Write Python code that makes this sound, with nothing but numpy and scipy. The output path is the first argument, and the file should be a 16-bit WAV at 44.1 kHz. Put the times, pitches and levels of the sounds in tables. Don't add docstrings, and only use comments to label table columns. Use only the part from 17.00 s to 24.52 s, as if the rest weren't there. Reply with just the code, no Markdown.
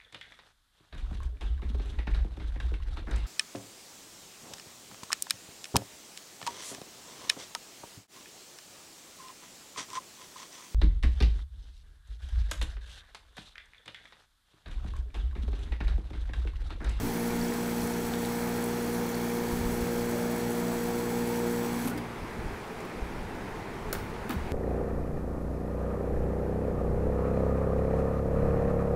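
import sys
import numpy as np
from scipy import signal
from scipy.fft import rfft, irfft
from scipy.io import wavfile
from scipy.ndimage import uniform_filter1d

SR = 44100
rng = np.random.default_rng(int(sys.argv[2]) if len(sys.argv) > 2 else 0)


def to_wav(s):
    ch = np.atleast_2d(s).T
    pcm = np.round(np.clip(ch, -1, 1) * 32767)
    wavfile.write(sys.argv[1], SR, pcm.astype(np.int16))


def invert_db(x):
    u = np.asarray(x, float) / 20
    return 10 ** u


N = 331632
TIME = np.arange(N) / SR

# time in seconds, speed in turns per second.
SHAFT_SPEED = [(0, 57.5), (.15, 58.9), (.5, 59.05), (1.2, 59.1), (1.6, 59.23), (2.8, 59.26), (3.4, 59.32),
               (4.8, 59.3), (5.3, 58.6)]
# order in cycles per turn, level in dB.
SHAFT_ORDERS = [(1, -17), (2, -11.5), (3, -4), (4, 2), (5, -12.5), (6, -7), (7, -20), (8, 0), (10, -22),
                (11, -19.5), (12, -15.5), (13, -19.5), (14, -14), (15, -17), (16, -16), (17, -24),
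                (21, -27), (22, -22.5), (23, -26), (24, -21), (25, -23), (27, -21.5), (28, -28.5),
                (29, -20), (30, -31.5), (31, -21.5), (33, -28.5), (36, -22.5), (38, -22.5), (40, -26)]
# level in dB, shortfall at the start in dB,
# climb as the bottle fills in dB per s, release in seconds, decay after it in dB per s.
HUM_GROUPS = [
    (-47, 0, 0, 5.12, 150),
    (-37.5, 7, 0, 4.865, 62),
    (-42.5, 15.5, 1.05, 4.66, 76),
    (-40.5, 6, .2, 4.87, 200),
]
# centre in Hz, width in Hz, level in dB.
CASE_MODES = [(3320, 240, -1), (4350, 560, -5), (5800, 880, -5), (6780, 300, -7), (10800, 460, -15),
              (13000, 860, -12), (14900, 700, -8)]
# frequency in Hz, spectral level in dB.
SPRAY_COLOUR = [(1470, 3), (2500, 0), (2990, -5.5), (4360, -1.5), (5160, -3.5), (5800, -3), (7360, -2.5),
                (7530, -4.5), (8460, -3), (11000, -2.5), (12000, -4.5), (15000, -1.5), (15800, -7)]
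# frequency in Hz, spectral level in dB.
CHURN_COLOUR = [(35, -49), (60, -7.5), (237, 3.5), (284, 4.5), (421, 1.5), (472, -16), (538, -2),
                (810, -1.5), (3000, -23.5), (3900, -40), (6600, -120)]
# time in seconds, depth in dB, half length in seconds.
WHINE_LULLS = [(.15, 4, .15), (2.1, 9, .3), (2.8, 2, .2)]
# time in seconds, frequency in Hz.
AIR_RESONANCE = [(1.6, 450), (2.7, 518), (3.2, 597), (3.52, 610), (3.72, 685), (4.2, 793), (4.36, 910),
                 (4.72, 1070), (4.92, 1430)]
# time in seconds, level in dB.
GULPS = [(2.03, -44), (2.47, -51), (2.9, -46), (3.17, -43), (3.32, -44), (3.52, -50), (3.72, -47),
         (3.9, -47), (4.15, -49), (4.34, -46)]
# start in seconds, peak in dB, pitch in Hz.
DROPLETS = [(0.1965, -33, 10800), (0.2284, -33, 10800), (0.278, -31, 11200), (0.3326, -36, 8700),
            (0.5382, -30.5, 10200), (0.6345, -36, 9090), (0.8185, -34, 11100), (0.8395, -30, 9300),
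            (0.8729, -31, 9640), (0.9228, -30.5, 10800), (1.0046, -37, 11200), (1.2575, -32, 9690),
            (1.6237, -34, 9490), (1.6402, -26, 9800), (1.8213, -35, 11100), (2.2428, -32, 10800),
            (2.3516, -32, 10600), (2.5257, -35, 10800), (3.5059, -32, 10300), (3.7409, -36, 10300),
            (3.7898, -35, 13000), (3.9908, -34, 9850), (4.0572, -36, 9950), (4.2727, -35, 9480),
            (4.358, -33, 12400), (4.3914, -37, 11400), (4.789, -35, 10800), (4.8234, -36, 10600),
            (4.8569, -32, 10800), (4.8738, -32, 12000)]
# start in seconds, peak in dB, pitch in Hz.
SPLATS = [(0.4838, -31, 6780), (0.5127, -40, 5890), (0.5371, -31, 5200), (0.806, -31, 5270),
          (0.819, -32, 4160), (0.9073, -37, 6850), (0.9382, -32.5, 5930), (0.9766, -37, 6790),
          (1.1368, -30.5, 3550), (1.25, -30, 3870), (2.0906, -33, 6860), (2.144, -31, 4500),
          (2.5116, -41, 6660), (3.009, -37, 3310), (3.4231, -44, 4030), (3.6815, -38, 5750),
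          (4.3584, -35, 5990), (4.8733, -37, 3630)]
# start in seconds, peak in dB, pitch in Hz, ring in seconds.
VALVE_RINGS = [(.305, -29, 2350, .005), (.402, -37.5, 5500, .004), (.413, -33, 4600, .004),
               (.428, -36, 5500, .004), (.446, -37, 5200, .004), (.522, -29, 1920, .004),
               (4.874, -34.5, 8400, .011), (4.8745, -35, 11300, .011), (4.899, -44, 11000, .006),
               (4.9772, -39, 4860, 0.0072), (4.9775, -52, 8450, .008), (6.9274, -26, 4310, 0.0028),
               (6.9276, -31, 5400, .0025), (6.9285, -35, 6940, .003), (7.3, -30, 1217, 0.014),
               (7.301, -30, 1680, .012), (7.302, -51, 3700, 0.0047), (7.304, -44, 6100, .005),
               (7.306, -37, 14800, .005), (7.33, -46, 14500, .012), (7.334, -47, 13200, .01)]
# start in seconds, crack in dB, body in dB, tilt in dB per octave.
KNOCKS = [(4.8733, -33, -36, 10), (4.8984, -36, -51, 10), (4.9759, -31, -38, 1), (4.982, -37, -40, 6),
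          (5.8042, -36, -41, -8), (5.8492, -41, -38, 0.5), (6.3494, -46, -47, 3), (6.928, -14.5, -28, 4.5),
          (6.9492, -44, -32.5, 0.5), (7.1, -46, -56, 3), (7.2932, -27, -32.5, 8), (7.3057, -28, -30, 6),
          (7.316, -38, -32.5, 5), (7.326, -36, -37, 5), (7.3354, -39, -51, 0.5)]
# start in seconds, peak in dB, pitch in Hz, fall by 60 dB in seconds.
BUMPS = [(0.029, -28, 284, 0.4), (2.525, -23, 50, .06), (2.61, -24, 70.7, .08), (2.66, -24, 40, .1),
         (2.825, -25, 45, 0.1), (4.844, -28, 264.5, 0.3), (4.913, -32.5, 1450, 0.086),
         (4.95, -32, 294, 0.33), (5.388, -29, 45, .06), (5.457, -17, 45, .03), (6.023, -23, 50, 0.11),
         (6.905, -33, 402, 0.29), (7.2945, -23, 330, .025), (7.296, -25.5, 245, 0.15),
         (7.322, -30, 330, 0.09), (7.34, -28.5, 190, 0.17), (7.365, -24, 72.5, 0.24),
         (7.365, -25, 95, 0.035), (7.465, -26, 60, .06)]
# frequency in Hz, spectral level in dB.
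ROOM_COLOUR = [(53, -38), (90, -6.5), (223, 0), (296, -3.5), (409, 2), (566, -8), (891, -5), (1060, -9),
               (2260, -14.5), (2990, -22.5), (6510, -32), (11400, -36), (15800, -43.5)]
# time in seconds, level in dB, half length in seconds.
PUFFS = [(0, -37.5, 0.11), (.38, -44, 0.12), (.84, -42, .04), (1.085, -47, 0.053), (1.51, -51, .04),
         (2.646, -39.5, 0.11), (2.836, -40, 0.034), (3.05, -47, .1), (3.75, -55, 0.077), (4.945, -50, .04),
         (5.227, -43, 0.038), (5.458, -40, 0.099), (6.02, -51, 0.068), (6.245, -46, 0.094),
         (6.44, -54, 0.017), (6.605, -49, 0.035), (7.045, -43, 0.16), (7.462, -46, 0.06)]
# frequency in Hz, spectral level in dB.
GUST_COLOUR = [(8, -14), (20, 1), (50, -5.5), (90, -6.5), (160, -14), (300, -15)]

SPIN_UP_S, SHUT_S = 0.13, 4.882
HUM_WAVER_DB = 0.97
FLOW_DB, FLOW_SAG_DB_PER_S = -43.5, .3
SHUT_DB_PER_S, DRIBBLE_DB, DRIBBLE_DB_PER_S = 259, -20, 40
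CHURN_DB_PER_S = 67
WHINE_HZ, WHINE_DB, WHINE_WAVER_DB = 7783, -57, 0.5
AIR_DB, GULP_S = -55.5, 0.061
RATTLE_T60_S = .1
ROOM_DB = -40
DRAUGHT_DB, HANDLED_DB, HANDLED_S = -52.5, -49, 5.9
TURN_S, TURN_HALF_S, TURN_LIFT, TURN_HZ = 5.34, 0.68, 0.21, 3000
EDGE_HZ = 15740


def pump():
    angle = 2 * np.pi * np.cumsum(curves(SHAFT_SPEED)[0]) / SR
    throb = 1 + 0.14 * np.cos(angle) + .08 * np.cos(4 * angle)
    churn_db = FLOW_DB - 1.2 - CHURN_DB_PER_S * after(SHUT_S)
    churn = invert_db(churn_db) * noise(CHURN_COLOUR, 1.0, size=2048)
    jet = invert_db(-1.4) * spray(throb) + invert_db(-7.0) * chatter(angle)
    return shaft_hum(angle) + stream() * jet + churn


def shaft_hum(angle):
    lazy = np.clip(1 - TIME / SPIN_UP_S, 0, 1)
    groups = []
    for db, short_db, climb_db, release_s, dies_db in HUM_GROUPS:
        group_db = db - short_db * lazy + climb_db * TIME - dies_db * after(release_s)
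        groups.append(group_db + HUM_WAVER_DB * drift(4.8))
    two_db, four_db, eight_db, upper_db = groups
    hum = np.zeros(N)
    for k, db in SHAFT_ORDERS:
        if k < 2.5:
            lead_db = two_db + 11
        elif k < 5.5:
            lead_db = four_db
        elif k < 8.5:
            lead_db = eight_db + 2
        else:
            lead_db = upper_db + 2
        lag = 2.3 + np.pi * (k % 2) * (k > 4) + .04 * k * rng.uniform(-3, 3)
        waver_db = 1.54 * (k % 4 > 0) * drift(14)
        hum += np.sqrt(2) * invert_db(lead_db + db + waver_db) * np.cos(k * angle - lag)
    return hum


def chatter(angle):
    orders = np.arange(41, 260)
    lift = 0.15
    for hz, width, db in CASE_MODES:
        lift = lift + invert_db(db) / (1 + (2 * (orders * SHAFT_SPEED[5][1] - hz) / width) ** 2)
    heights = lift * invert_db(2.5 * np.clip(rng.standard_normal(len(orders)), -2, 1.2))
    one_turn = np.linspace(0, 2 * np.pi, 4096)
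    phases = rng.uniform(0, 2 * np.pi, (len(orders), 1))
    rattle = heights @ np.cos(orders[:, None] * one_turn + phases)
    return np.interp(angle % (2 * np.pi), one_turn, evened(rattle))


def spray(throb):
    hiss = throb * noise(SPRAY_COLOUR, 0.91, size=256) * invert_db(0.27 * drift(30))
    ringing = sum(resonate(hiss, hz, width) for hz, width, db in CASE_MODES)
    hiss = evened(hiss + 0.11 * ringing)
    fizz = hiss - signal.lfilter(*signal.butter(2, 9000, fs=SR), hiss)
    return hiss + 0.14 * drift(43) * fizz


def stream():
    dribble = invert_db(DRIBBLE_DB - DRIBBLE_DB_PER_S * after(SHUT_S)) * (TIME > SHUT_S)
    shut = invert_db(-SHUT_DB_PER_S * after(SHUT_S)) + dribble
    return invert_db(FLOW_DB - FLOW_SAG_DB_PER_S * TIME) * np.minimum(shut, 1)


def whine():
    lulls_db = sum(depth_db * hump(s, half_s) for s, depth_db, half_s in WHINE_LULLS)
    db = WHINE_DB + WHINE_WAVER_DB * drift(3) - lulls_db
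    cut_db = SHUT_DB_PER_S * after(SHUT_S - .045)
    return np.sqrt(2) * invert_db(db - cut_db) * np.sin(2 * np.pi * WHINE_HZ * TIME)


def bottle_air():
    hz = curves(AIR_RESONANCE)[0] * (1 + 0.029 * drift(9.6))
    ring = resonate(resonate(rng.standard_normal(N), hz, 40), hz, 71)
    steady = ring / np.sqrt(abs(uniform_filter1d(ring ** 2, 2500)) + 1e-12)
    fade_in = np.minimum(after(AIR_RESONANCE[0][0]), 1)
    hum = invert_db(AIR_DB - SHUT_DB_PER_S * after(SHUT_S)) * fade_in
    gulps = sum(invert_db(db) * hump(s, GULP_S) for s, db in GULPS)
    return (hum + gulps) * steady


def ticks(rows, ring_s=None, wet=0.48):
    out, t = np.zeros(N), np.arange(1500) / SR
    for s, db, hz, *own in rows:
        fringe = evened(resonate(rng.standard_normal(len(t)), hz, 0.25 * hz))
        ring = (1.05 - wet) * np.sin(2 * np.pi * hz * t) + wet * fringe
        envelope = np.exp(-(t / (ring_s or own[0])) ** 2) * np.minimum(t / 0.00021, 1)
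        add(out, s, invert_db(db - 3.5) * ring * envelope)
    return out


def knocks():
    out, t = np.zeros(N), np.arange(8000) / SR
    hz = np.fft.rfftfreq(len(t), 1 / SR) + 1
    for s, crack_db, body_db, tilt_db in KNOCKS:
        white = rfft(rng.standard_normal((2, len(t))))
        tilt = invert_db(tilt_db * np.log2(np.minimum(hz, 13000) / 8000))
        crack = evened(irfft(white[0] * tilt / (1 + (3000 / hz) ** 4)))
        body = evened(irfft(white[1] / (1 + (250 / hz) ** 4) / (1 + (hz / 1800) ** 2)))
        envelope = np.exp(-t / 0.0012) + 0.29 * invert_db(-60 * t / RATTLE_T60_S)
        thud = invert_db(body_db - 60 * t / 0.045) * np.minimum(t / 0.0025, 1) * body
        attack = np.minimum(t / 0.00035, 1) ** 2
        add(out, s, invert_db(crack_db - 9) * attack * envelope * crack + thud)
    return out


def bumps():
    out, t = np.zeros(N), np.arange(9000) / SR
    rise = 1 - np.exp(-t / 0.0018)
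    for s, db, hz, t60 in BUMPS:
        add(out, s, invert_db(db - 60 * t / t60) * rise * np.sin(2 * np.pi * hz * t + 0.35))
    return out


def room():
    wash = invert_db(ROOM_DB + 0.76 + 0.1 * drift(2.8)) * noise(ROOM_COLOUR, 0.91, size=2048)
    treble = signal.lfilter(*signal.butter(1, TURN_HZ, "high", fs=SR), wash)
    wash = wash + TURN_LIFT * hump(TURN_S, TURN_HALF_S) * treble
    air = invert_db(DRAUGHT_DB) + invert_db(HANDLED_DB) * np.minimum(after(HANDLED_S) / .15, 1)
    air = air + sum(invert_db(db) * hump(s, half_s) for s, db, half_s in PUFFS)
    return wash + air * invert_db(1.3 * drift(18.0)) * noise(GUST_COLOUR, 0.67, size=4096)


def echoes(sharp):
    tail = rng.standard_normal(9000) * invert_db(-60 * np.arange(9000) / SR / .45)
    tail = signal.lfilter([1], [1, -.4], tail)
    return invert_db(-8) * signal.oaconvolve(sharp, tail / np.linalg.norm(tail))[:N]


def noise(colour, patchy_db, size):
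    hz = np.fft.rfftfreq(size, 1 / SR)
    f, db = np.transpose(colour)
    a, b, patches = rng.standard_normal((4 * N // size + 5, len(hz), 3)).T
    patches = uniform_filter1d(patches, size // 100, 0)
    patches = evened(uniform_filter1d(patches, 9000 // size, 1))
    shape = np.interp(np.log(hz + 1), np.log(f + 1), db, left=-90, right=-90)
    z = (a + 1j * b) * invert_db(shape[:, None] + patchy_db * patches)
    return evened(signal.istft(z, nperseg=size, noverlap=3 * size // 4)[1][:N])


def resonate(x, hz, width):
    turn = np.exp(2j * np.pi * np.cumsum(hz * np.ones(len(x))) / SR)
    r = np.exp(-np.pi * width / SR)
    return 2 * (turn * signal.lfilter([1 - r], [1, -r], x / turn + 1e-18)).real


def drift(hz):
    knots = np.arange(0, TIME[-1] + 1, .002)
    chance = uniform_filter1d(rng.standard_normal(len(knots)), max(int(125 / hz), 1))
    slow = signal.lfilter([1], [1, -np.exp(-2 * np.pi * hz * knots[1])], chance)
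    return evened(np.interp(TIME, knots, slow))


def evened(x):
    return x / np.sqrt(np.mean(x ** 2) + 1e-20)


def curves(rows):
    s, *columns = np.transpose(rows)
    return [np.interp(TIME, s, c) for c in columns]


def after(s):
    return np.maximum(TIME - s, 0)


def hump(s, half_s):
    return np.exp(-((TIME - s) / half_s) ** 2)


def add(mix, s, sound):
    part = mix[round(s * SR):][:len(sound)]
    part += sound[:len(part)]


def scene():
    sharp = ticks(DROPLETS, 0.003) + ticks(SPLATS, 0.0029) + ticks(VALVE_RINGS, wet=.28) + knocks()
    sharp = sharp + echoes(sharp)
    return (pump() + whine() + bottle_air() + sharp + bumps() + room())[None]


def top_cut(x):
    return signal.sosfilt(signal.butter(12, 16690, fs=SR, output="sos"), x)


def record(dry):
    edge = signal.firwin(1023, EDGE_HZ, window=("kaiser", 10), fs=SR)
    mix = signal.oaconvolve(dry, edge[None], "same")
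    return top_cut(mix)


dry = scene()
out = record(dry)
to_wav(out)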